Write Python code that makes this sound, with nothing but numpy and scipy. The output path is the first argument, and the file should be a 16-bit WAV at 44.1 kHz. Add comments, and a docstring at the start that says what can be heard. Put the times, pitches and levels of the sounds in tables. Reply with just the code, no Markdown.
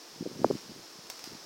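"""A dry paddock in a light wind, where a horse pulls at a hanging leafy branch.
Air and trees hiss steadily from the start. Soon small swirls of wind bump the microphone
in short low pulses over a flutter; the hardest lands near 0.45 s as a falling thump.
Dry leaves rustle in tiny ticks around it, then wind and leaves die down.
From about 1.1 s five twigs snap, the leaves rustle again and a few soft bumps follow."""
import sys
import numpy as np
from scipy import signal
from scipy.fft import rfft, irfft
from scipy.io import wavfile
from scipy.ndimage import uniform_filter1d

SR = 44100
rng = np.random.default_rng(int(sys.argv[2]) if len(sys.argv) > 2 else 0)


def wav_out(sig):
    """Save sig, one row per channel (or a flat mono array), as 16-bit PCM at SR to the path in sys.argv[1]."""
    wavfile.write(sys.argv[1], SR, np.round(np.clip(np.atleast_2d(sig).T, -1, 1) * 32767).astype(np.int16))


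N = 63945

# Swirls of wind that bump the microphone. Each row: middle in seconds, level in dB, pitch in Hz.
WIND_BUMPS = [(0.162, -44, 220), (0.2103, -24.5, 223), (0.2216, -33, 293), (0.2274, -26, 303),
              (0.2576, -30, 352), (0.2637, -22, 400), (0.274, -27.5, 307), (.2985, -39, 330),
              (.315, -32.5, 330), (.368, -40, 241), (0.394, -28.5, 277), (.402, -32, 247),
              (0.4178, -27.5, 244), (.434, -29.5, 327), (0.453, -28, 164), (0.4624, -23, 268),
              (0.5034, -18, 402), (.5058, -20, 460), (0.5107, -25.5, 860), (0.5109, -15, 375),
              (0.5172, -33.5, 180), (.527, -29, 293), (0.5387, -29, 199), (0.5539, -24.5, 232),
              (.5635, -40, 226), (.707, -40.5, 214), (.719, -36, 230), (.763, -38, 278), (.783, -44, 199),
              (0.956, -49, 230), (0.991, -42.5, 186), (1.047, -49.5, 160), (1.2758, -37, 303),
              (1.322, -42, 240), (1.352, -37.5, 240)]
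# How the wind's flutter swells and fades. Each row: time in seconds, level in dB.
FLUTTER_LEVELS = [(0, -76), (.11, -71), (.165, -56), (.22, -48), (.335, -51), (.41, -42.5), (.46, -39.5),
                  (.55, -45.5), (.59, -59.5), (.67, -58), (.72, -51), (.83, -66.5), (.92, -74.5),
                  (.98, -63), (1.1, -71), (1.23, -70), (1.33, -53.5), (1.45, -65)]
# The low tone of that flutter. Each row: frequency in Hz, relative level in dB.
FLUTTER_TONE = [(25, -15.5), (60, -33), (85, -14.5), (120, -3), (200, 0.5), (320, -7), (500, -9.5),
                (800, -24), (1600, -77)]
# Twigs breaking. Each row: start in seconds, level in dB, a number that multiplies the ring's pitch.
TWIG_SNAPS = [(1.0685, -40.5, 0.93), (1.1001, -24, 1.0), (1.173, -42, 0.82), (1.193, -34.5, 1),
              (1.2407, -28.5, 0.89)]
# The tone of tearing wood fibres. Each row: frequency in Hz, relative level in dB.
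FIBRE_TONE = [(200, -25), (800, 1.5), (1600, -2.5), (3400, -3), (4400, 1.5), (5300, 5), (6500, -0.5),
              (9000, -9.5), (12000, -12.5), (16000, -10.5)]
# The notes a twig rings with. Each row: pitch in Hz, dB relative to the snap, fade time in seconds.
TWIG_NOTES = [(880, -24, 0.0052), (3510, -20, 0.0031), (5450, -12, 0.005), (9630, -21, .002),
              (12400, -24, 0.0024)]
# How the rustle of leaves swells and fades. Each row: time in seconds, level in dB.
RUSTLE_LEVELS = [(0, -77), (.36, -58.5), (.47, -49.5), (.57, -50), (.7, -60.5), (1.06, -65), (1.18, -52.5),
                 (1.225, -54.5), (1.26, -49.5), (1.31, -50.5), (1.35, -56), (1.45, -58)]
# The bright tone of dry leaves. Each row: frequency in Hz, relative level in dB.
LEAF_TONE = [(300, -23), (1000, -2), (2500, -3.5), (3800, -3), (5200, 6.5), (6500, -2.5), (8500, -11.5),
             (15500, -17.5)]
# The tone of distant air and trees. 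Each row: frequency in Hz, relative level in dB.
HISS_TONE = [(25, -19), (70, -21), (150, -17.5), (330, 4.5), (600, -1), (950, -0.5), (1600, -5), (2700, -7),
             (3800, -4.5), (4600, -1), (5300, 2.5), (6300, -4.5), (7600, -11), (11000, -17), (15500, -17.5)]


def wind_on_microphone():
    """Single swirls of air, their bass thinned by the microphone, over a flutter that follows the gust."""
    bass_cut = signal.butter(2, 103, "high", fs=SR, output="sos")  # weakens sound below 103 Hz
    swirls = signal.sosfilt(bass_cut, wind_bumps() + wind_thump())
    roughness_db = 4 * wander(steps_per_s=60)
    rough_noise = rng.standard_normal(N) * undb(roughness_db)
    flutter = unit(shape_tone(rough_noise, FLUTTER_TONE))
    return swirls + flutter * level_curve(FLUTTER_LEVELS)


def wind_thump():
    """The hardest swirl hits the microphone, whose bass filter smears it into a short falling thump."""
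    start_hz, end_hz, level_db = 1166, 214, -3.5
    rise_s, fade_s, fall_s = 0.00058, 0.003, 0.0018
    age = seconds_since(0.4446)
    cycles = end_hz * age + (start_hz - end_hz) * fall_s * (1 - np.exp(-age / fall_s))
    loudness = (1 - np.exp(-(age / rise_s) ** 2)) * np.exp(-age / fade_s)
    thump = -undb(level_db) * loudness * np.sin(2 * np.pi * cycles)
    treble_cut = signal.butter(2, 2050, fs=SR, output="sos")  # softens sound above 2050 Hz
    return signal.sosfiltfilt(treble_cut, thump)


def wind_bumps():
    """Each swirl is one smooth swing of air pressure, about a cycle long."""
    half_width_cycles = 0.41
    bumps = np.zeros(N)
    for middle_s, db, hz in WIND_BUMPS:
        cycles = (np.arange(N) / SR - middle_s) * hz
        swell = np.exp(-0.5 * (cycles / half_width_cycles) ** 2)
        bumps += undb(db) * swell * np.cos(2 * np.pi * cycles)
    return bumps


def twig_snaps():
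    """A twig breaks with a crack, a short burst of tearing fibres, a brief ring and a faint tail."""
    tear_db, tear_fade_s = -7.5, 0.0021
    tail_db, tail_fade_s = -20, 0.031
    cracks, fibres, rings = np.zeros(N), np.zeros(N), np.zeros(N)
    for start_s, db, pitch_factor in TWIG_SNAPS:
        age = seconds_since(start_s)
        cracks[int(start_s * SR)] += undb(db - 1)  # a click one sample long
        tear = undb(tear_db) * np.exp(-age / tear_fade_s)
        tail = undb(tail_db) * np.exp(-age / tail_fade_s)
        fibres += undb(db) * (age > 0) * (tear + tail) * rng.standard_normal(N)
        for hz, note_db, fade_s in TWIG_NOTES:
            note = np.sin(2 * np.pi * hz * pitch_factor * age)
            rings += undb(db + note_db) * np.exp(-age / fade_s) * note
    return cracks + shape_tone(fibres, FIBRE_TONE) + rings


def leaf_rustle():
    """Dry leaves touch each other in many tiny ticks, a few of them louder."""
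    ticks_per_s, average_boost_db = 3000, 1.5
    touches = rng.random(N) < ticks_per_s / SR
    ticks = touches * rng.standard_normal(N)
    ticks *= undb(average_boost_db * rng.exponential(size=N))
    return unit(shape_tone(ticks, LEAF_TONE)) * level_curve(RUSTLE_LEVELS)


def distant_hiss():
    """Air and trees far away make a smooth hiss that barely wavers."""
    hiss = unit(shape_tone(rng.standard_normal(N), HISS_TONE))
    level_db = -50 + 0.05 * wander(steps_per_s=9.6)
    return hiss * undb(level_db)


def undb(db):
    """Turn decibels into a number to multiply a sound by."""
    return 10 ** (np.asarray(db) / 20)


def unit(sound):
    """Scale a sound so that its average level (root mean square) is 1."""
    return sound / np.sqrt(np.mean(sound ** 2))


def level_curve(rows):
    """Join rows of seconds and dB into a volume for every sample."""
    times, db = np.array(rows).T
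    return undb(np.interp(np.arange(N) / SR, times, db))


def shape_tone(sound, rows):
    """Make some frequencies stronger and others weaker, following rows of Hz and dB."""
    hz, db = np.array(rows).T
    log_frequencies = np.log(np.fft.rfftfreq(2 * N, 1 / SR) + 1)
    gain = unit(undb(np.interp(log_frequencies, np.log(hz), db)))
    # Fold the filter's early half onto its late half, so it rings after a click and never before.
    log_filter = irfft(np.log(gain))
    log_filter[1:N] *= 2
    log_filter[N + 1:] = 0
    response = np.exp(rfft(log_filter))
    return irfft(rfft(sound, 2 * N) * response)[:N]


def wander(steps_per_s):
    """Random steps, smoothed twice into a drifting curve with a typical size of 1."""
    step_samples = int(SR / steps_per_s)
    steps = rng.standard_normal(N)[np.arange(N) // step_samples]
    ramps = uniform_filter1d(steps, step_samples)
    return unit(uniform_filter1d(ramps, step_samples))


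def seconds_since(start_s):
    """The time since a moment, and zero before it."""
    return np.maximum(np.arange(N) / SR - start_s, 0)


def scene():
    """Wind, branch and background add up in one channel."""
    return (wind_on_microphone() + twig_snaps() + leaf_rustle() + distant_hiss())[None]


def record(dry):
    """Cut away the very highest treble steeply."""
    top_hz = 16100
    return signal.sosfilt(signal.ellip(10, 0.2, 70, top_hz, fs=SR, output="sos"), dry)


dry = scene()
out = record(dry)
wav_out(out)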